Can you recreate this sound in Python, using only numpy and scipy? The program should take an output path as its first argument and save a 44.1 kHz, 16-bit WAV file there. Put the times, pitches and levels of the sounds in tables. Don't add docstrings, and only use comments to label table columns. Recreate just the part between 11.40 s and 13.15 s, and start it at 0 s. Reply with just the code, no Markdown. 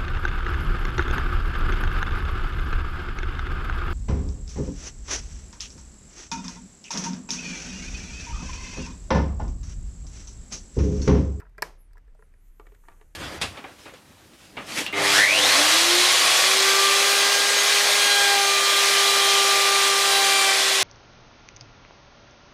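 import sys
import numpy as np
from scipy import signal
from scipy.fft import rfft, irfft
from scipy.io import wavfile

SR = 44100
rng = np.random.default_rng(int(sys.argv[2]) if len(sys.argv) > 2 else 0)


def gain_from_db(level_db):
    decades = np.asarray(level_db, float) / 20
    return 10 ** decades


def file_out(sig):
    cols = np.atleast_2d(sig).T
    lim = np.clip(cols, -1, 1)
    pcm = np.round(lim * 32767).astype(np.int16)
    wavfile.write(sys.argv[1], SR, pcm)


N = 77175
TIME = np.arange(N) / SR


def rms_one(x):
    return x / np.sqrt(np.mean(x ** 2) + 1e-20)


def in_time(rows):
    s, *columns = np.transpose(rows)
    return [np.interp(TIME, s, column) for column in columns]


def at_hz(points, hz):
    table_hz, values = np.transpose(points)
    return np.interp(np.log(hz), np.log(table_hz), values)


def shaped(x, points):
    hz = np.arange(len(x) // 2 + 1) * SR / len(x) + 1
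    below = (points[0][0] / 2, points[0][1] - 20)
    above = (points[-1][0] * 2, points[-1][1] - 20)
    gain = gain_from_db(at_hz([below] + list(points) + [above], hz))
    return rms_one(irfft(rfft(x) * gain, len(x)))


def coloured(points, size=N):
    return shaped(rng.standard_normal(size), points)


def lowpassed_pair(hz):
    sos = signal.butter(2, hz, fs=SR, output="sos")
    return signal.sosfilt(sos, rng.standard_normal((2, N + SR)))[:, SR:]


GRIP_DETUNE = .03


def ringing(modes, extra_db, detune, t):
    hz, db, t60 = np.transpose(modes)[:, :, None]
    signs = (-1.) ** np.arange(len(modes))[:, None]
    spread, bend = rng.standard_normal((2, len(modes), 1))
    db = db + extra_db + 2 * spread * detune / GRIP_DETUNE
    hz = hz * (1 + detune * bend)
    fade = gain_from_db(db - 60 * t / t60 * (1 + 10 * detune))
    out = np.sum(signs * fade * np.sin(2 * np.pi * hz * t), axis=0)
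    return out / np.abs(out).max()


# f/Hz, level/dB, t60/s
BUCKLE_MODES = [(2500, -11, .02), (4120, -8.5, 0.0197), (4570, 0, 0.018), (5130, -0.2, .022),
                (5473, -2.4, 0.019), (7300, -9.5, 0.025), (7700, -10.5, .015), (8680, -5.5, 0.018),
                (10100, -8.5, 0.0149), (10500, -8, 0.019), (12240, -2, 0.0121)]


def contacts(rows, body, crack_colour, detune, buckle_db):
    out = np.zeros(N + SR)
    t = np.arange(SR // 4) / SR
    for s, db, hz, crack_db, length in rows:
        when, size = rng.random((2, 5))
        ticks = np.zeros(SR // 40)
        ticks[0] = 1
        later = np.minimum(when * length * SR, len(ticks) - 1).astype(int)
        np.add.at(ticks, later, .45 * size)

        buckle = signal.fftconvolve(ringing(BUCKLE_MODES, 0, detune, t), ticks)[:len(t)]
        buckle = buckle * gain_from_db(crack_db + buckle_db)

        soft_s = .0005 * min(length * 300, 1)
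        ticks = np.convolve(ticks, np.hanning(int(soft_s * SR) + 3))
        away = np.log2(np.array(body)[:, :1] / hz) / .6
        off_pitch_db = np.maximum(-6 * away ** 2, -13)
        hit = signal.fftconvolve(ringing(body, off_pitch_db, detune, t), ticks)[:len(t)]
        hit = hit / np.abs(hit).max()

        rise = np.clip(t / min(.00041, length), 0, 1)
        crack_t60_s = .019 + 3 * length
        crack = coloured(crack_colour, size=len(t)) * gain_from_db(crack_db - 9 - 60 * t / crack_t60_s) * rise

        start = int(s * SR)
        out[start:start + len(t)] += gain_from_db(db) * (hit + crack + buckle)
    return out[:N]


# t/s, peak level/dB, struck f/Hz, crack level/dB, length/s
SNAP = [
    (.2217, -19, 1000, 0.5, 0.0001),
    (.2240, -25.5, 990, -17, 0.000093),
    (.2250, -15, 1760, -20.5, 0.00011),
    (.2267, -14, 1870, -14, 0.00031),
]
# f/Hz, level/dB, t60/s
SHELL_MODES = [(163.5, -7.5, .25), (302, -18.5, 0.055), (438.5, 1, .1), (630, -3, 0.082), (733, -8, .06),
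               (821.5, -8.5, 0.035), (986, -1.5, 0.057), (1220, -7.5, 0.035), (1360, -3.5, 0.053),
               (1653, 0, 0.033), (1936, 0, .032), (2240, -10, 0.044), (2500, -7, 0.0363), (2980, -17, .02)]
# f/Hz, level/dB per Hz
BUCKLE_CRACK = [(1000, -12), (2500, -3.5), (3400, -9), (5200, 3), (6500, -8.5), (8400, 0), (9400, -7),
                (12200, -1.5)]


def snap():
    thumb_s, thumb_db = .2283, -7
    thumb = gain_from_db(thumb_db * np.clip((TIME - thumb_s) * 1000, 0, 1))
    return thumb * contacts(SNAP, SHELL_MODES, BUCKLE_CRACK, detune=.005, buckle_db=-2.5)


# t/s, peak level/dB, struck f/Hz, crack level/dB, length/s
FUMBLES = [(.0003, -41.5, 1960, -2.5, 0.0019), (.004, -46, 1490, -8.5, 0.0028),
           (.0155, -43.5, 1310, -25, 0.0011), (.021, -46, 1270, -33, 0.0012), (.028, -50, 990, -30, 0.0023),
           (.032, -57, 1300, -34, 0.0056), (.051, -51, 1600, -27, 0.0056), (.065, -52.5, 1490, -32, .006),
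           (.095, -62, 1900, -2, 0.0028), (.148, -59.5, 1750, -36, 0.0037),
           (.1800, -46.5, 691, -2.5, 0.0079), (.181, -33.5, 2124, -16, 0.0052),
           (.509, -60.5, 1550, -34, 0.00345), (.532, -59, 1815, 5, 0.0025), (.555, -52.5, 950, -22, 0.0033),
           (.570, -46, 1700, -17, .004), (.579, -49, 1680, -6, .002), (.676, -61, 410, -11, 0.0084),
           (.680, -57.5, 1740, -15, 0.0041), (.748, -55, 793, -8, 0.0044), (.790, -54.5, 427, -22, 0.0079),
           (.792, -54.5, 1470, -27, 0.0055), (.823, -44, 1290, -20.5, 0.0023),
           (.938, -56.5, 2500, -10, 0.0022)]


def fumbles():
    return contacts(FUMBLES, SHELL_MODES, BUCKLE_CRACK, GRIP_DETUNE, buckle_db=-8.5)


# t/s, peak level/dB, struck f/Hz, crack level/dB, length/s
ROCKS = [(1.197, -39, 425, -15, 0.001), (1.1968, -42.5, 1395, -2.5, 0.003), (1.205, -43, 1110, -17, 0.0071),
         (1.256, -54, 1600, -20.5, 0.0092), (1.267, -45, 2200, -3, 0.0042),
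         (1.27, -48.5, 1900, -13, 0.0033), (1.32, -49, 420, -8, 0.014), (1.347, -57.5, 1770, 9, 0.0042),
         (1.437, -50, 1340, -10, 0.0066), (1.452, -53, 2240, -26, 0.006), (1.484, -34.5, 965, -11, 0.00057),
         (1.4845, -45, 2000, 4, 0.0009), (1.515, -53, 1300, -3, .008), (1.54, -56.5, 1250, -24, 0.0038),
         (1.598, -56, 2300, -25, 0.0033), (1.612, -50, 434, 1, 0.0076), (1.612, -51.5, 2410, -7, 0.0045),
         (1.625, -54, 2880, -12, 0.0056)]
# f/Hz, level/dB, t60/s
HELD_SHELL_MODES = [(296, -10, .1), (425, -0.9, 0.065), (684, -7, 0.072), (899, 2.8, 0.036),
                    (1186, -0.5, 0.064), (1424, -4, 0.031), (1700, -5, 0.046), (1880, -1, 0.031),
                    (2263, -3.5, 0.04), (2720, -6, 0.017), (3000, -6.5, 0.028), (4360, -7, .015)]
# f/Hz, level/dB per Hz
TABLE_CRACK = [(500, 5), (1500, 7), (3000, 2), (4500, -4.5), (6000, -11), (9000, -6), (14000, -43)]


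def rocks():
    return contacts(ROCKS, HELD_SHELL_MODES, TABLE_CRACK, GRIP_DETUNE / 2, buckle_db=-30)


# t/s, level/dB
SCRAPE = [(0, -53), (.04, -73), (.08, -85), (.11, -100), (1.18, -100), (1.21, -69), (1.245, -80),
          (1.28, -71.5), (1.37, -72), (1.41, -96), (1.44, -86), (1.5, -56.5), (1.55, -70.5), (1.62, -73.5),
          (1.7, -91)]
# f/Hz, level/dB per Hz
SCRAPE_COLOUR = [(300, 6), (430, 4), (700, -6), (1300, 0), (2200, -7), (3500, -18.5)]


def scrape():
    grains_per_s, spread_db = 530, 5.5
    happens = rng.random(N) < grains_per_s / SR
    size = gain_from_db(spread_db * np.minimum(rng.exponential(1, N), 2))
    grains = happens * size * rng.choice([-1, 1], N)
    return gain_from_db(in_time(SCRAPE)[0]) * shaped(grains, SCRAPE_COLOUR)


# t/s, f/Hz, level/dB
FIRST_SLIDE = [(.36, 9200, -100), (.385, 10610, -74), (.41, 11530, -68), (.46, 10100, -76.5),
               (.5, 8600, -91), (.525, 7880, -87), (.55, 7570, -110)]
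# t/s, f/Hz, level/dB
SECOND_SLIDE = [(.66, 8040, -110), (.69, 8310, -87), (.74, 7180, -90), (.77, 8440, -86), (.84, 11000, -76),
                (.9, 8100, -93), (.98, 10320, -81.5), (1.03, 12000, -77), (1.075, 14750, -78),
                (1.13, 10700, -78), (1.18, 12900, -77.5), (1.22, 12460, -78), (1.28, 13200, -80),
                (1.4, 13400, -81), (1.75, 13100, -100)]


def squeak(rows):
    hz, db = in_time(rows)
    core = rms_one(lowpassed_pair(260))
    halo = rms_one(lowpassed_pair(1100))
    slow = core + gain_from_db(-3) * halo
    phase = 2 * np.pi * np.cumsum(hz) / SR
    return gain_from_db(db) * rms_one(slow[0] * np.cos(phase) + slow[1] * np.sin(phase))


# t/s, level/dB
BRUSH = [(0, -100), (.65, -124), (.8, -81), (.95, -84), (1.03, -81), (1.08, -73.5), (1.12, -83),
         (1.18, -78.5), (1.25, -76.5), (1.38, -76.5), (1.45, -71.5), (1.55, -72), (1.75, -77.5)]
# f/Hz, level/dB per Hz
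BRUSH_COLOUR = [(1760, -22.5), (3000, -6.5), (3370, -13), (3910, -10), (4970, -13.5), (6480, 1.5),
                (13500, -3.5), (15300, -14.5)]


def brush():
    return gain_from_db(in_time(BRUSH)[0]) * coloured(BRUSH_COLOUR)


# f/Hz, t60/s
ROOM_T60 = [(160, 0.37), (500, 0.39), (1500, 0.28), (4000, 0.3), (10000, 0.25)]
# f/Hz, level/dB
ROOM_LEVEL = [(160, -17), (500, -9.5), (1500, -20.5), (4000, -16), (10000, -16.5)]


def room(x):
    edges = 100 * 2 ** np.arange(0, 7.6, .5)
    build_s = .0074
    build = np.exp(-1 / (build_s * SR))
    out = 0
    for low, high in zip(edges, edges[1:]):
        hz = np.sqrt(low * high)
        keep = gain_from_db(-120 / (at_hz(ROOM_T60, hz) * SR))
        sos = signal.butter(2, [low, high], "band", fs=SR, output="sos")
        band, noise = signal.sosfilt(sos, [x + 1e-18, rng.standard_normal(N)])
        arriving = signal.lfilter([1 - build], [1, -build], band ** 2)
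        energy = signal.lfilter([1 - keep], [1, -keep], arriving)
        out = out + gain_from_db(at_hz(ROOM_LEVEL, hz)) * np.sqrt(energy) * rms_one(noise)
    return out


# t/s, level/dB
RUMBLE = [(0.0, -53.5), (0.092, -51.5), (1.574, -51.5), (1.602, -50), (1.75, -52.5)]


def rumble():
    pitch_hz, wander_hz, wander_rate_hz, swell_db = 31, 7, 8, 2.5
    slow = lowpassed_pair(wander_rate_hz)
    hz = pitch_hz + wander_hz * rms_one(slow[0])
    level = gain_from_db(in_time(RUMBLE)[0] + swell_db * rms_one(slow[1]))
    return level * np.sqrt(2) * np.sin(2 * np.pi * np.cumsum(hz) / SR)


# f/Hz, level/dB per Hz
ROOM_TONE = [(35, -42), (60, -3), (163, -20), (459, -29.5), (553, -34), (1100, -35.5), (2060, -35),
             (5000, -53), (6500, -89), (11000, -120)]


def room_tone():
    return gain_from_db(-64) * coloured(ROOM_TONE)


# f/Hz, level/dB per Hz
HISS = [(100, 2.5), (3000, 1), (6000, 4), (10000, 0), (13500, -1), (14500, -8)]


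def hiss():
    return gain_from_db(-84.5) * coloured(HISS)


def scene():
    hits = snap() + fumbles() + rocks()
    hits = signal.sosfilt(signal.butter(2, 150, "high", fs=SR, output="sos"), hits)
    hands = squeak(FIRST_SLIDE) + squeak(SECOND_SLIDE) + brush() + scrape()
    background = rumble() + room_tone() + hiss()
    return (hits + room(hits) + hands + background)[None]


def band_limit(x):
    return signal.sosfilt(signal.butter(12, 15420, fs=SR, output="sos"), x)


def record(dry):
    mix = signal.sosfilt(signal.cheby2(12, 60, 15650, fs=SR, output="sos"), dry)
    return band_limit(mix)


dry = scene()
out = record(dry)
file_out(out)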